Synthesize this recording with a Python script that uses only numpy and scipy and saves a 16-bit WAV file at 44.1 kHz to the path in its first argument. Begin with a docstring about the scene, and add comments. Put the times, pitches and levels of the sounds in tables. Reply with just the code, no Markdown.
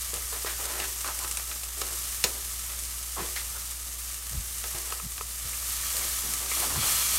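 """In a kitchen, diced onion sizzles in a pan on a gas stove, over the low hum of a motor.
The sizzle is thousands of tiny steam bubbles bursting; bigger drops of water pop in the oil.
Just above the pan, hands stretch and tear the cling film on a foam tray of minced meat:
the film snaps, rustles and squeaks, and fingers knock on the hollow tray.
The tray is turned over, the meat flops into the oil, and the sizzle swells and deepens."""
import sys
import numpy as np
from scipy import signal
from scipy.fft import rfft, irfft
from scipy.io import wavfile

SR = 44100
rng = np.random.default_rng(int(sys.argv[2]) if len(sys.argv) > 2 else 0)


def file_out(sig):
    """Save sig as 16-bit WAV at sys.argv[1]."""
    # one column per channel
    cols = np.atleast_2d(sig).T
    # limit, then scale
    lim = np.clip(cols, -1, 1)
    pcm = np.round(lim * 32767).astype(np.int16)
    wavfile.write(sys.argv[1], SR, pcm)


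N = 316682
TIME = np.arange(N) / SR
HZ = np.fft.rfftfreq(4096, 1 / SR)  # the pitches at which every tone curve is given
GENTLE_DB = -34  # level of gentle frying

# pitches at which the air in the pan rings: pitch_hz, width_hz, boost_db
PAN_RESONANCES = [(1013, 86, 3), (1170, 92, 8.5), (1292, 82, 7.5), (1780, 470, 4.5), (2304, 195, 4.5),
                  (2850, 420, 3), (3510, 210, 1), (4300, 510, -1.5), (5630, 160, -0.5), (6400, 150, 0),
                  (7500, 130, 1.5), (8330, 250, 1)]


def sizzle(bubbling_offset_db=-10, bubbling_growth=0.055):
    """Bursting bubbles make fine fizz and coarser bubbling; the louder, the more they blur into hiss."""
    # tone of the fine fizz: pitch_hz, gain_db
    fizz_tone = [(200, -49), (900, -18), (2000, -9.5), (4000, -7.5), (6000, 1.5), (7500, 2.5), (9200, 4),
                 (9900, 1), (12300, 2.5), (14000, -3), (16000, -9.5)]
    # tone of the coarse bubbling: pitch_hz, gain_db
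    bubbling_tone = [(100, -2), (300, -8), (800, -4.5), (1200, -5.5), (2500, -7), (3300, -2), (4400, 2),
                     (6000, -4.5), (10000, -20), (16000, -26)]
    fizz_db = frying_db()
    # the bubbling gains on the fizz as the frying grows, so the sound deepens
    bubbling_db = fizz_db + bubbling_offset_db + bubbling_growth * (fizz_db - GENTLE_DB)
    hiss_share = np.clip(0.47 + 0.016 * (fizz_db - GENTLE_DB), 0, 0.95)
    fine = bubbles(per_s=3000, spread_db=2.5, fade_s=0.043, direct=0.86, spots=16)
    fine = np.sqrt(1 - hiss_share) * fine + np.sqrt(hiss_share) * rng.standard_normal(N)
    coarse = bubbles(per_s=1200, spread_db=3.5, fade_s=0.029, direct=0.96, spots=12)
    coarse = np.sqrt(1 - hiss_share) * coarse + np.sqrt(hiss_share) * rng.standard_normal(N)
    surge = (1 - hiss_share) * drift(per_s=32)  # gentle frying comes in small waves
    pan_db = body_tone(PAN_RESONANCES)
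    fizz = colour(fine * gain_of(fizz_db + 1.2 * surge), curve(fizz_tone) + pan_db)
    bubbling = colour(coarse * gain_of(bubbling_db + 0.72 * surge), curve(bubbling_tone) + pan_db)
    return fizz + bubbling


def bubbles(per_s, spread_db, fade_s, direct, spots):
    """Tiny steam bubbles burst at several spots in the pan, each spot with its own echoes."""
    bursts = [signal.oaconvolve(clicks(N, per_s / spots, spread_db), echoing_click(fade_s, direct))[:N]
              for _ in range(spots)]
    return unit_level(sum(bursts))


def frying_db():
    """Level over time of the onion and the meat frying together."""
    # the onion frying on its own: time_s, level_db
    onion_levels = [(0, -35), (1.3, -35), (1.68, -37.5), (2.0, -34), (2.85, -37), (3.1, -36.5),
                    (3.35, -35.5), (3.8, -37.5), (4.25, -38), (4.75, -35), (5.08, -38.5)]
    onion = gain_of(np.interp(TIME, *np.transpose(onion_levels)))
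    return 20 * np.log10(np.hypot(onion, meat_flares()))


def meat_flares(trim_db=-0.27):
    """Strength of the frying meat over time: each touch of the oil swells, then settles."""
    # juice, then the edge, then the bulk of the meat meet the oil:
    # start_s, peak_s, level_db (before the trim), fade_s (time to fall by 60 dB)
    touches = [(5.14, 5.96, -30.8, 10), (6.43, 6.61, -29.4, 1.8), (6.74, 6.86, -27.1, 25)]
    swells = [gain_of(db + trim_db) * envelope(TIME - start, peak - start, peak - start, fade_s)
              for start, peak, db, fade_s in touches]
    return np.sqrt(np.sum(np.square(swells), axis=0))


def boil(offset_db=-9, power=2.34, lead_s=0.054, width_hz=300):
    """Water boils out of the meat as it heats, hissing in the pan just ahead of each flare."""
    # pitches at which the steam rings: pitch_hz, gain_db
    steam_peaks = [(1270, -2), (2330, -1.5), (2890, -5.5), (3330, 1.5), (4250, 0), (4480, -9), (5680, -9)]
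    meat = np.interp(TIME + lead_s, TIME, meat_flares())
    strength = gain_of(offset_db) * meat.max() * (meat / meat.max()) ** power
    steam = strength * rng.standard_normal(N)
    ringing = sum(gain_of(db) / (1 + ((HZ - hz) / (width_hz / 2)) ** 2) for hz, db in steam_peaks)
    return colour(steam, 20 * np.log10(ringing))


def ticks(sharp_boost_db=6, droplets_db=-45.8, droplets_growth=0.5):
    """Sharp ticks stand out over the faint ticking of flying droplets, which grows with the frying."""
    # drops popping in the oil and a few crackles of the film: start_s, level_db (before the boost)
    sharp_ticks = [(0.0194, -16.5), (0.14, -10.5), (0.64, -20), (0.655, -11.5), (0.8403, -19), (1.077, -12),
                   (1.19, -11.5), (1.278, -16), (1.3125, -9.5), (1.372, -10.5), (1.454, -25), (1.6344, -20),
                   (1.867, -17), (1.929, -16), (2.593, -16.5), (2.79, -12.5), (3.028, -15.5),
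                   (4.5835, -14.5), (4.7846, -14), (4.904, -16.5), (5.1202, -17), (5.9035, -13),
                   (5.9678, -9.5), (6.3373, -8.5), (6.6022, -9)]
    # tone of all the ticks: pitch_hz, gain_db
    tick_tone = [(300, -11), (1200, -13.5), (3000, -3.5), (6000, 2), (9000, 7.5), (12500, -2.5),
                 (16000, -18)]
    droplets = bubbles(per_s=40, spread_db=1.5, fade_s=0.048, direct=1.1, spots=4)
    out = gain_of(droplets_db + droplets_growth * (frying_db() - GENTLE_DB)) * droplets
    for start, db in sharp_ticks:
        add(out, start, gain_of(db + sharp_boost_db) * echoing_click(fade_s=0.04, direct=0.7))
    return colour(out, curve(tick_tone) + body_tone(PAN_RESONANCES))


def film_snaps(boost_db=21):
    """Tight film gives way with a crack that bounces off the tray, jolts it and shakes the loose film."""
    # the cracks: start_s, level_db (before the boost), pitch_hz, steepness (1 bright crack, 2 dull pluck)
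    snaps = [(0.169, -35, 3500, 1.3), (.800, -26.5, 2800, 1.2), (1.045, -29.5, 1400, 2.1),
             (1.0861, -35, 1150, 2), (1.247, -34, 1500, 0.6), (1.372, -32.5, 1800, 1.4),
             (1.397, -37.5, 1400, 1.0), (1.514, -31.5, 1900, 2.1), (1.633, -37.5, 2200, 0.69),
             (1.8157, -23.5, 3480, 0.97), (2.2401, -13, 4430, 1.16), (4.64, -31, 2200, 0.81),
             (4.923, -30, 2500, 0.7), (5.18, -37.5, 2300, 1.6)]
    light_db, light_fade_s, doubling_db = -37, 0.028, 38  # tighter film snaps louder and rings longer
    bounce_s, bounce_db, jolt_db, jolt_hz = 0.00075, -8, -9, 650
    shiver_db, shiver_hz = -24, 342
    out = np.zeros(N)
    for start, db, hz, steep in snaps:
        fade_s = light_fade_s * 2 ** ((db - light_db) / doubling_db)
        crack = colour(echoing_click(fade_s, direct=0.45), hump(hz, 0.86, steep) + tray_tone())
        jolt_tone = hump(jolt_hz, narrow=0.9, steep=0.9) + tray_tone()
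        jolt = colour(echoing_click(fade_s=0.034, direct=0.32), jolt_tone)
        strength = gain_of(db + boost_db)
        add(out, start, strength * crack)
        add(out, start + bounce_s, strength * (gain_of(bounce_db) * crack + gain_of(jolt_db) * jolt))
    shivers = [(start, 0.01, db + shiver_db, shiver_hz) for start, db, *_ in snaps]
    return out + rubs(shivers, tray_tone(), rise_s=0.011, fade_s=0.28,
                      narrow=0.25, steep=1.27, per_s=900, spread_db=1.5)


def film_rustles():
    """The film is dragged and crumpled against the tray."""
    # each drag: start_s, hold_s, level_db, pitch_hz
    drags = [(.13, 0.02, -43, 503), (.322, 0.019, -39, 746), (.455, 0.032, -34, 1610),
             (.585, 0.25, -40, 785), (.812, 0.036, -37.5, 1710), (1.04, 0.067, -42.5, 1150),
             (1.17, 0.12, -49, 850), (1.48, 0.0089, -47.5, 480), (1.768, 0.011, -45.5, 420),
             (1.825, 0.1, -46.5, 580), (2.24, 0.014, -46.5, 360), (2.335, 0.037, -48, 420),
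             (2.69, 0.012, -42.5, 1550), (3.172, 0.048, -37, 555), (3.354, 0.011, -32, 3200),
             (4.31, 0.038, -50.5, 420), (4.63, 0.018, -46, 504), (4.742, 0.014, -41, 614),
             (4.84, 0.11, -47, 1100)]
    return rubs(drags, tray_tone(), rise_s=0.0082, fade_s=0.27,
                narrow=0.81, steep=0.64, per_s=1700, spread_db=0)


def film_squeaks(rise_s=0.0021, fade_s=0.07, width_hz=600):
    """The film sticks and slips over fingers and foam; its pitch slides as its tension changes."""
    # each squeak: start_s, hold_s, level_db, start_hz, end_hz
    squeaks = [(.815, .025, -42, 2100, 1800), (1.05, .062, -40.5, 1150, 1130),
               (1.195, .08, -46, 1130, 1200), (3.163, .04, -38.5, 1000, 850), (3.358, .02, -39, 1700, 2200),
               (3.542, .04, -47.5, 1000, 1550), (5.528, .007, -40.5, 1900, 2350),
               (5.831, .004, -42, 1400, 1650), (6.512, .012, -35.5, 2130, 2180)]
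    out, t = np.zeros(N), np.arange(16000) / SR
    lowpass = signal.butter(2, width_hz / 2, fs=SR, output="sos")
    for start, hold, db, start_hz, end_hz in squeaks:
        pitch_hz = np.interp(t, [0, hold], [start_hz, end_hz])
        tone = np.exp(2j * np.pi * np.cumsum(pitch_hz) / SR)
        # keep only the band of noise around the sliding pitch
        slips = (signal.sosfilt(lowpass, rng.standard_normal(len(t)) / tone) * tone).real
        add(out, start, gain_of(db) * envelope(t, rise_s, hold, fade_s) * unit_level(slips))
    return out


def finger_knocks(narrow=1.1, contact_s=0.0005):
    """A finger knocks on the tray and rings mostly the notes near the pitch of the blow."""
    # each knock: start_s, peak_db, pitch_hz (low for a soft fingertip, high for a nail)
    knocks = [(0.133, -31, 300), (.326, -30, 700), (0.4469, -23.5, 520), (1.817, -22.5, 620),
              (4.9243, -24.5, 1250), (4.9992, -27.5, 1350), (5.21, -22.5, 900), (6.517, -23.5, 1090)]
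    # the tray's own notes: pitch_hz, gain_db, fade_s
    tray_notes = [(440, -2, 0.032), (1054, 2.5, 0.012), (1285, -2, 0.036), (1840, -5, 0.014),
                  (2560, 12, 0.0065)]
    out, t = np.zeros(N), np.arange(6000) / SR
    for start, db, blow_hz in knocks:
        ring = np.zeros(len(t))
        for k, (hz, note_db, fade_s) in enumerate(tray_notes):
            note = gain_of(note_db - 60 * t / fade_s) * np.sin(2 * np.pi * hz * t)
            mismatch = np.hypot(1, narrow * (hz / blow_hz - blow_hz / hz))
            ring += (-1) ** k * note / mismatch
        ring *= 1 - np.exp(-t / contact_s)  # the fingertip sinks into the foam
        add(out, start, gain_of(db) * ring / abs(ring).max())
    return out


def tray_tone(bass_cut_hz=300):
    """Tone curve in dB of the light foam tray, which rings hollow and gives off little bass."""
    # pitches at which the tray rings: pitch_hz, width_hz, boost_db
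    resonances = [(347, 60, 3.5), (436, 126, 5.5), (600, 60, 3), (800, 88, 1.5), (985, 35, 5),
                  (1290, 50, 4.5), (1920, 290, 3.5), (3930, 870, 1)]
    return body_tone(resonances) - 10 * np.log10(1 + (bass_cut_hz / (HZ + 10)) ** 4)


def meat_squelches():
    """Wet mince peels off the tray and slides over the onion."""
    # each squelch: start_s, hold_s, level_db, pitch_hz
    squelches = [(5.94, 0.095, -45.5, 507), (6.235, 0.033, -46.5, 243), (6.4, 0.073, -46.5, 520),
                 (6.56, 0.19, -42.5, 382), (6.82, 0.027, -37.5, 700)]
    return rubs(squelches, body_tone(PAN_RESONANCES), rise_s=0.0048, fade_s=0.4,
                narrow=1.0, steep=0.88, per_s=840, spread_db=0.5)


def meat_slaps():
    """Lumps of meat land with a short wet slap."""
    # each landing: start_s, hold_s, level_db, pitch_hz
    slaps = [(6.62, 0.028, -36.5, 915), (6.701, 0.019, -38, 1030), (6.751, 0.012, -36, 990),
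             (6.823, .012, -49, 1100)]
    return rubs(slaps, body_db=0, rise_s=0.003, fade_s=0.06,
                narrow=1.8, steep=1.3, per_s=1500, spread_db=1.5)


def thuds(sag=0.32, roughness=1.2):
    """The tray and the falling meat bump softly: a few uneven low swings that sink in pitch."""
    # each bump: start_s, length_s, level_db, middle_pitch_hz
    bumps = [(.115, 0.062, -53, 184), (2.234, 0.025, -39.5, 173), (3.177, 0.076, -42.5, 169),
             (4.303, 0.085, -40, 147), (4.321, 0.11, -32.5, 51), (4.72, .06, -47, 98),
             (5.011, 0.075, -41, 153), (5.439, 0.0384, -41, 67), (6.678, 0.2, -39, 74),
             (6.741, 0.08, -35.5, 143.5)]
    out = np.zeros(N)
    for start, length, db, hz in bumps:
        t = np.arange(round(length * SR)) / SR
        rumble = colour(rng.standard_normal(SR), hump(hz, narrow=1.2, steep=1.72))[-len(t):]
        swing = np.sin(2 * np.pi * hz * t * (1 + sag * (1 - t / length) / 2))
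        bump = unit_level(swing + roughness * unit_level(rumble))
        add(out, start, gain_of(db) * signal.windows.tukey(len(t), 0.7) * bump)
    return signal.sosfilt(signal.butter(4, [34, 225], "bandpass", fs=SR, output="sos"), out)


def kitchen_echo(sound, gap_s=0.006):
    """The kitchen answers with a short wash of echoes whose treble dies first."""
    # how long the room rings: pitch_hz, fade_s
    room_fades = [(150, 0.76), (600, 0.38), (2500, 0.21), (8000, 0.21), (16000, 0.19)]
    noise = rng.standard_normal(SR // 2)
    noise[:round(gap_s * SR)] = 0
    hz, t, bands = signal.stft(noise, SR, nperseg=256)
    fading = np.exp(-np.log(1000) * t / curve(room_fades, hz)[:, None])
    tail = signal.istft(bands * fading, SR, nperseg=256)[1]
    return signal.fftconvolve(sound, tail / np.linalg.norm(tail))[:N]


def motor_hum(pitch_hz=58.96, level_db=-44, octave_db=-65):
    """A motor hums just under the frequency of the mains power, wavering a little in level."""
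    phase = 2 * np.pi * pitch_hz * TIME
    waver_db = 0.35 * drift(per_s=1.1)
    hum = gain_of(level_db + waver_db) * np.sin(phase) + gain_of(octave_db) * np.sin(2 * phase)
    return np.sqrt(2) * hum


def burner_rumble(level_db=-56.5):
    """The gas burner and the room give a soft, steady rumble."""
    # tone of the rumble: pitch_hz, gain_db
    rumble_tone = [(20, -23), (45, 9.5), (75, 6.5), (100, -3), (145, -3.5), (230, -12.5), (450, -10),
                   (1000, -14), (4000, -39)]
    return gain_of(level_db) * colour(rng.standard_normal(N), curve(rumble_tone))


def rubs(rows, body_db, rise_s, fade_s, narrow, steep, per_s, spread_db):
    """Each rub is a run of tiny slips around one pitch that swells, holds and dies away."""
    out, t = np.zeros(N), np.arange(40000) / SR
    for start, hold, db, hz in rows:
        slips = colour(clicks(len(t), per_s, spread_db), hump(hz, narrow, steep) + body_db)
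        add(out, start, gain_of(db) * envelope(t, rise_s, hold, fade_s) * unit_level(slips))
    return out


def clicks(size, per_s, spread_db):
    """Clicks at random times; more spread makes a few stand out from the many small ones."""
    height = gain_of(spread_db * np.minimum(rng.exponential(1, size), 5))
    return unit_level(height * rng.choice([-1, 1], size) * (rng.random(size) < per_s / SR))


def echoing_click(fade_s, direct, size=4096):
    """A click and its quick echoes off pan, stove and tray; direct weighs the click against them."""
    t = np.arange(size) / SR
    burst = rng.choice([-1, 1], size) * rng.uniform(0.11, 1, size) * np.exp(-np.log(1000) * t / fade_s)
    burst /= np.linalg.norm(burst)
    burst[0] = direct
    return burst / np.linalg.norm(burst)


def drift(per_s):
    """A smooth random wobble; per_s sets how fast it moves."""
    slow = np.exp(-(np.fft.rfftfreq(N, 1 / SR) / per_s) ** 2)
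    return unit_level(irfft(rfft(rng.standard_normal(N)) * slow, N))


def envelope(t, rise_s, hold_s, fade_s):
    """Rises from t = 0, holds until hold_s, then falls by 60 dB every fade_s."""
    return np.clip(t / rise_s, 0, 1) * np.exp(-np.log(1000) * np.maximum(t - hold_s, 0) / fade_s)


def colour(sound, tone_db):
    """Filters a sound with a tone curve, scaled so that white noise would keep its level."""
    log_gain = np.log(gain_of(np.r_[tone_db, tone_db[-2:0:-1]]))
    response = np.exp(np.conj(signal.hilbert(log_gain)))  # rings after a click, never before it
    taps = np.fft.ifft(response).real[:len(HZ)]
    return signal.fftconvolve(sound, taps / np.linalg.norm(taps))[:len(sound)]


def body_tone(resonances):
    """Tone curve in dB that a hollow body gives to all that sounds in it."""
    return sum(db * np.exp(-2 * ((HZ - hz) / width) ** 2) for hz, width, db in resonances)


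def hump(hz, narrow, steep):
    """Tone curve in dB with one broad peak near hz."""
    ratio = (HZ + 10) / hz
    return -10 * steep * np.log10(1 + (narrow * (ratio - 1 / ratio)) ** 2)


def curve(points, hz=HZ):
    """Joins (pitch_hz, value) points with straight lines on an octave scale."""
    pitches, values = np.transpose(points)
    return np.interp(np.log(hz + 1), np.log(pitches + 1), values)


def gain_of(db):
    """Turns decibels into a factor to multiply by."""
    return 10 ** (np.asarray(db) / 20)


def unit_level(sound):
    """Scales a sound to an average (rms) level of 1."""
    return sound / np.sqrt(np.mean(sound ** 2) + 1e-20)


def add(mix, start_s, sound):
    """Adds a sound into the mix at start_s."""
    part = mix[max(round(start_s * SR), 0):][:len(sound)]
    part += sound[:len(part)]


def scene():
    """Pan and hands close by, the kitchen behind them; the same in both ears."""
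    pan = sizzle() + boil() + ticks()
    film = film_rustles() + film_snaps() + film_squeaks()
    fingers = finger_knocks()
    meat = meat_squelches() + meat_slaps()
    room = kitchen_echo(gain_of(-13.5) * pan + gain_of(-11) * (film + meat) + gain_of(-18) * fingers)
    mix = pan + film + fingers + meat + thuds() + room + motor_hum() + burner_rumble()
    return np.tile(mix, (2, 1))


def record(dry):
    """Cuts off the very highest treble."""
    lowpass = signal.firwin(511, cutoff=15850, window=("kaiser", 9), fs=SR)
    return signal.oaconvolve(dry, lowpass[None], "same")


dry = scene()
out = record(dry)
file_out(out)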